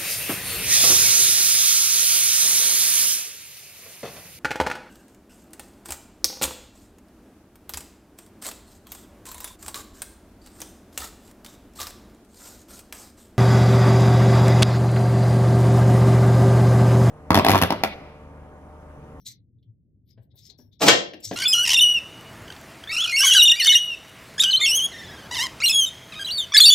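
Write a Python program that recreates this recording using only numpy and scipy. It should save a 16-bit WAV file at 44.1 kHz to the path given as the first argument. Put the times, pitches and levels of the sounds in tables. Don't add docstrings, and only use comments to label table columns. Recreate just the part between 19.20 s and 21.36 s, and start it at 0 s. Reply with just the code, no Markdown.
import sys
import numpy as np
from scipy import signal
from scipy.fft import rfft, irfft, next_fast_len
from scipy.io import wavfile
from scipy.ndimage import uniform_filter1d, map_coordinates

SR = 44100
rng = np.random.default_rng(int(sys.argv[2]) if len(sys.argv) > 2 else 0)


def dump_mix(stems):
    frames = np.atleast_2d(stems).T
    limited = np.clip(frames, -1, 1)
    pcm = np.round(limited * 32767).astype(np.int16)
    wavfile.write(sys.argv[1], SR, pcm)


N = 95123
T = np.arange(N) / SR

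# frequency in Hz, relative level in dB.
RUMBLE_COLOUR = [(25, -33), (50, -18), (80, -10), (117, -9), (170, -16), (270, -20), (380, -31),
                 (520, -38.5), (800, -52), (1150, -73), (1950, -62.5), (2800, -81.5), (5000, -110)]
# frequency in Hz, time to fall 60 dB in seconds, before any tail_share.
ROOM_DECAY = [(100, 0.48), (500, .46), (1200, 0.3), (3000, 0.36), (6000, 0.32), (9000, 0.24), (14000, 0.11)]
# frequency in Hz, side over mid as a ratio.
ROOM_WIDTH = [(100, .15), (250, .6), (500, 0.86), (1500, 1.49), (5000, .9), (14000, 0.83)]
# frequency in Hz, threshold in dB.
SUPPRESSOR_THRESHOLD = [(100, -100), (600, -97.5), (1200, -112), (3000, -111), (8000, -71), (10300, -102),
                        (13000, -113)]
# peak time in seconds, frequency in Hz, level in dB,
# rise in seconds, 60 dB fall in seconds.
DESK_BUMPS = [(.11, 120, -49.5, 0.052, .15), (0.366, 118, -50, 0.038, .12), (.5, 111.2, -42, 0.05, 0.16),
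              (1.006, 114, -43, 0.077, 0.077), (1.142, 113, -46, 0.041, 0.073),
              (1.22, 118, -51.5, 0.022, 0.2), (1.441, 100.4, -49.5, 0.032, 0.39),
              (2.074, 106, -39.5, 0.017, 0.27)]
# peak time in seconds, level in dB, rise in seconds,
# 60 dB fall in seconds, left over right in dB, main resonance in Hz, extra crack in dB.
LIGHT_KNOCKS = [(.977, -55.5, .004, 0.12, 4.5, 595, 0.5), (1.144, -64, 0.0099, 0.11, 3, 620, -15),
                (1.299, -64, 0.018, 0.32, 4.5, 370, -11), (1.391, -50, .005, 0.1, 3.5, 292, -8),
                (1.936, -37.5, 0.0028, 0.049, 3.5, 2765, 15), (1.946, -40, 0.009, 0.06, 3.5, 293, -13),
                (2.113, -21, 0.0028, 0.057, 2, 585, -1), (2.128, -32.5, 0.0025, 0.094, 5.5, 300, 7.5)]
# frequency in Hz, relative level in dB.
KNOCK_BODY = [(60, -23), (150, -1), (300, 0.5), (560, -1.5), (700, -4), (1000, -11), (1300, -25),
              (1650, -8.5), (2200, -22.5), (2800, -19.5), (5000, -21.5), (9000, -44.5), (14000, -38.5)]
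# peak time in seconds, level in dB, rise in seconds,
# 60 dB fall in seconds, left over right in dB, main resonance in Hz, extra fizz in dB.
PAPER_SLIDES = [(0.014, -62.5, 0.054, .2, 5.5, 5760, 11), (0.07, -34, 0.02, 0.1, 3, 4040, -0.5),
                (0.085, -38, .002, 0.016, 12, 6070, -6), (.118, -49, 0.049, 0.082, 0, 2070, 0),
                (.386, -78, 0.0043, .06, 9, 3680, -15), (0.428, -68.5, .002, 0.085, 1, 3160, -11),
                (0.894, -66.5, 0.051, 0.12, 8, 12200, -4), (0.909, -63, 0.017, .12, 15.5, 5100, -12),
                (1.035, -66, 0.032, 0.096, 9.5, 7900, 7), (1.119, -70.5, 0.023, 0.053, 15.5, 3730, -27),
                (1.16, -57, 0.011, 0.14, 10.5, 14500, 37), (1.191, -55, 0.046, 0.16, 9, 3800, -1),
                (1.274, -51.5, 0.09, 0.067, 10, 5280, -5), (1.301, -49, 0.0094, 0.075, 14.5, 4080, -21),
                (1.386, -58.5, .012, 0.29, 10.5, 5500, 6.5), (1.533, -64, .02, .12, 15, 3640, -14.5),
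                (1.599, -47.5, 0.0082, 0.0088, 9, 5460, -27), (2.005, -45.5, .003, 0.034, 5, 7500, 19),
                (2.053, -30, 0.029, 0.057, 3, 5410, -1), (2.074, -40.5, 0.018, 0.27, 6, 6200, -8),
                (2.145, -41, 0.028, 0.063, 2, 5560, 16)]
# frequency in Hz, relative level in dB.
PAPER_BODY = [(300, -19.5), (1200, -44.5), (2100, -15.5), (2700, -22), (3500, -5.5), (5500, -3),
              (8000, -0.5), (10300, -20), (12500, -3), (15500, -11)]
# peak time in seconds, level in dB,
# rise in seconds, 60 dB fall in seconds.
EDGE_LANDINGS = [(1.623, -18, 0.02, .08), (1.634, -17.5, 0.02, 0.042), (1.67, -16, 0.026, 0.15)]
# frequency in Hz, relative level in dB.
EDGE_BODY = [(29, -66), (50, -27.5), (134, -9.5), (196, -4), (268, -5.5), (433, -9.5), (500, -1.5),
             (699, -3), (910, -6), (1660, -16), (4320, -13), (8460, -18.5), (9770, -33.5), (11800, -22.5),
             (15400, -22.5)]
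# peak time in seconds, frequency in Hz, level in dB,
# rise in seconds, 60 dB fall in seconds.
AIR_CUSHION = [(1.654, 281.3, -19, 0.038, 0.16), (1.696, 483, -21.5, 0.02, .05)]
# peak time in seconds, level in dB, rise in seconds,
# 60 dB fall in seconds.
FACE_SLAPS = [(1.686, -2, 0.0094, 0.038), (1.697, -17.5, 0.0052, 0.028)]
# frequency in Hz, relative level in dB.
SLAP_BODY = [(35, -69.5), (70, -40), (150, -26.5), (240, -16.5), (340, -10), (490, -4), (620, -7),
             (800, -14.5), (1020, -8), (1260, -12.5), (1620, -7), (1790, -5), (2020, -8), (2280, -8.5),
             (2960, -7), (3830, -7.5), (5200, -11), (6680, -13), (8040, -19), (10400, -44), (12500, -29.5),
             (15400, -45)]
# frequency in Hz, relative level in dB, 60 dB fall in seconds.
TRAY_MODES = [(447.5, -7.5, 0.44), (487, 2, 0.38), (515, -11, 0.54), (577.5, -5, 0.38), (644, -7, 0.29),
              (750, -7, 0.31), (1174, -1, 0.13), (1301, -6, 0.3), (1512, 1.5, 0.15), (1710, -3, 0.2),
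              (1827, -1, 0.28), (2284, 5, 0.097), (2754, -10, 0.33), (3380, -10, 0.18), (3810, -3.5, 0.19),
              (5190, -17, 0.22)]

RUMBLE_DB, RUMBLE_WIDTH = -59.5, 0.33
RUMBLE_SWAY_DB, RUMBLE_SWAY_RATE = 1, 14
ROOM_GAP_S, LEFT_LEAD_S = .004, .00003
KNOCK_PEAK_DB, KNOCK_PEAK_WIDTH_HZ, CRACK_HZ = 8.5, 93, 1480
PAPER_PEAK_DB, PAPER_PEAK_WIDTH_HZ, FIZZ_HZ = 12, 310, 9100
PAPER_TAIL = 0.55
TRAY_DB, TRAY_ATTACK_S = -20.5, 0.0023
FLUTTER_RAD, FLUTTER_RATE = 0.6, 44
CLIP_TOP, TOP_HZ = 0.86, 15700


def amp(db):
    return 10 ** (np.asarray(db) / 20)


def unit(x):
    return x / np.sqrt(np.mean(x ** 2) + 1e-20)


def along(points, hz):
    f, v = np.transpose(points)
    return np.interp(np.log(hz + 1), np.log(f + 1), v)


def filtered(x, response):
    size = next_fast_len(N + SR // 2)
    spectrum = rfft(x, size) * response(np.fft.rfftfreq(size, 1 / SR))
    return irfft(spectrum, size)[..., :N]


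def noise(colour):
    return unit(filtered(rng.standard_normal(N), lambda hz: amp(along(colour, hz))))


def wobble(rate):
    return map_coordinates(rng.standard_normal(1024), [T * rate], mode="wrap")


def body(colour, size=2048):
    log_gain = np.log(amp(along(colour, np.fft.rfftfreq(size, 1 / SR))))
    cepstrum = irfft(log_gain)
    cepstrum[1:size // 2] *= 2
    cepstrum[size // 2 + 1:] = 0
    response = irfft(np.exp(rfft(cepstrum)))
    return response / np.linalg.norm(response)


def accented(colour, peak_hz, width_hz, peak_db, shelf_hz, shelf_db):
    hz = np.fft.rfftfreq(2048, 1 / SR)
    peak = peak_db / (1 + ((hz - peak_hz) / width_hz) ** 2)
    shelf = shelf_db * (1 - 1 / (1 + (hz / shelf_hz) ** 4))
    return np.column_stack([hz, along(colour, hz) + peak + shelf])


def swell(s, rise, fall):
    climb = np.clip(1 + (T - s) / (1.3 * rise), 0, 1) ** 2.4
    return climb * amp(-60 * np.maximum(T - s, 0) / fall)


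def contact(s, db, rise, fall, colour, grain_db):
    grain_level = np.repeat(rng.standard_normal(N), 16)[:N]
    grains = unit(rng.standard_normal(N) * amp(grain_db * grain_level))
    return amp(db) * signal.fftconvolve(grains * swell(s, rise, fall), body(colour))[:N]


def thump(s, hz, db, rise, fall):
    return amp(db) * swell(s, rise, fall) * np.sin(2 * np.pi * hz * (T - s))


def room_tail(tail_share):
    hz, t, z = signal.stft(rng.standard_normal((2, SR * 2 // 3)), SR, nperseg=256)
    z[1] *= along(ROOM_WIDTH, hz)[:, None]
    decay = amp(-60 * t / (tail_share * along(ROOM_DECAY, hz))[:, None])
    mid, side = signal.istft(z * decay, SR, nperseg=256)[1]
    fade_in = 1 - np.exp(-(T[:len(mid)] / ROOM_GAP_S) ** 2)
    tail = np.array([mid + side, mid - side]) * fade_in
    return tail / np.linalg.norm(tail[0])


def placed(x, pan_db, wet_db, tail_share=1):
    wet = signal.fftconvolve(x[None], room_tail(tail_share), axes=1)[:, :N]
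    sides = np.array([[.5], [-.5]])
    direct = filtered(x, lambda hz: np.exp(2j * np.pi * hz * LEFT_LEAD_S * sides))
    return amp(pan_db * sides) * (direct + amp(wet_db) * wet)


def rumble():
    mid = noise(RUMBLE_COLOUR)
    side = RUMBLE_WIDTH * noise(RUMBLE_COLOUR)
    level = amp(RUMBLE_DB + RUMBLE_SWAY_DB * wobble(RUMBLE_SWAY_RATE))
    return level * np.array([amp(-0.5) * (mid + side), amp(-2.0) * (mid - side)])


def bumps():
    return placed(sum(thump(*row) for row in DESK_BUMPS), pan_db=4.5, wet_db=-20)


def knocks():
    out = np.zeros((2, N))
    for *blow, pan_db, hz, crack_db in LIGHT_KNOCKS:
        colour = accented(KNOCK_BODY, hz, KNOCK_PEAK_WIDTH_HZ, KNOCK_PEAK_DB, CRACK_HZ, crack_db)
        out += placed(contact(*blow, colour, grain_db=2.0), pan_db, wet_db=-6.5)
    return out


def paper():
    out = np.zeros((2, N))
    for *stroke, pan_db, hz, fizz_db in PAPER_SLIDES:
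        colour = accented(PAPER_BODY, hz, PAPER_PEAK_WIDTH_HZ, PAPER_PEAK_DB, FIZZ_HZ, fizz_db)
        sliding = contact(*stroke, colour, grain_db=2.5)
        out += placed(sliding, pan_db, wet_db=-8.5, tail_share=PAPER_TAIL)
    return out


def edge():
    landing = sum(contact(*row, EDGE_BODY, grain_db=3) for row in EDGE_LANDINGS)
    return placed(landing, pan_db=1.5, wet_db=0.5)


def air():
    return placed(sum(thump(*row) for row in AIR_CUSHION), pan_db=-1.5, wet_db=-14.5)


def slap():
    hit = sum(contact(*row, SLAP_BODY, grain_db=2.5) for row in FACE_SLAPS)
    return placed(hit, pan_db=4.5, wet_db=-4.5)


def ring():
    age = np.maximum(T - FACE_SLAPS[0][0], 0)
    modes = np.zeros(N)
    for hz, db, t60 in TRAY_MODES:
        phase = 2 * np.pi * hz * age + FLUTTER_RAD * wobble(FLUTTER_RATE)
        modes += amp(db - 60 * age / t60) * np.sin(phase)
    attack = 1 - np.exp(-age / TRAY_ATTACK_S)
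    return placed(amp(TRAY_DB) * modes * attack, pan_db=-2.0, wet_db=-7.5)


def insert():
    return edge() + air() + slap() + ring()


def scene():
    return rumble() + bumps() + knocks() + paper() + insert()


def suppressed(x, size=3):
    hz, _, z = signal.stft(x, SR, nperseg=512)
    power = np.abs(uniform_filter1d(np.mean(np.abs(z) ** 2, axis=0), size, axis=1))
    threshold = amp(along(SUPPRESSOR_THRESHOLD, hz))[:, None]
    gain = power / (power + threshold ** 2)
    return signal.istft(z * gain, SR, nperseg=512)[1][:, :N]


def record(dry):
    thinned = suppressed(dry)
    clipped = thinned / (1 + (thinned / CLIP_TOP) ** 8) ** (1 / 8)
    return filtered(clipped, lambda hz: 1 / (1 + (hz / TOP_HZ) ** 150))


dry = scene()
out = record(dry)
dump_mix(out)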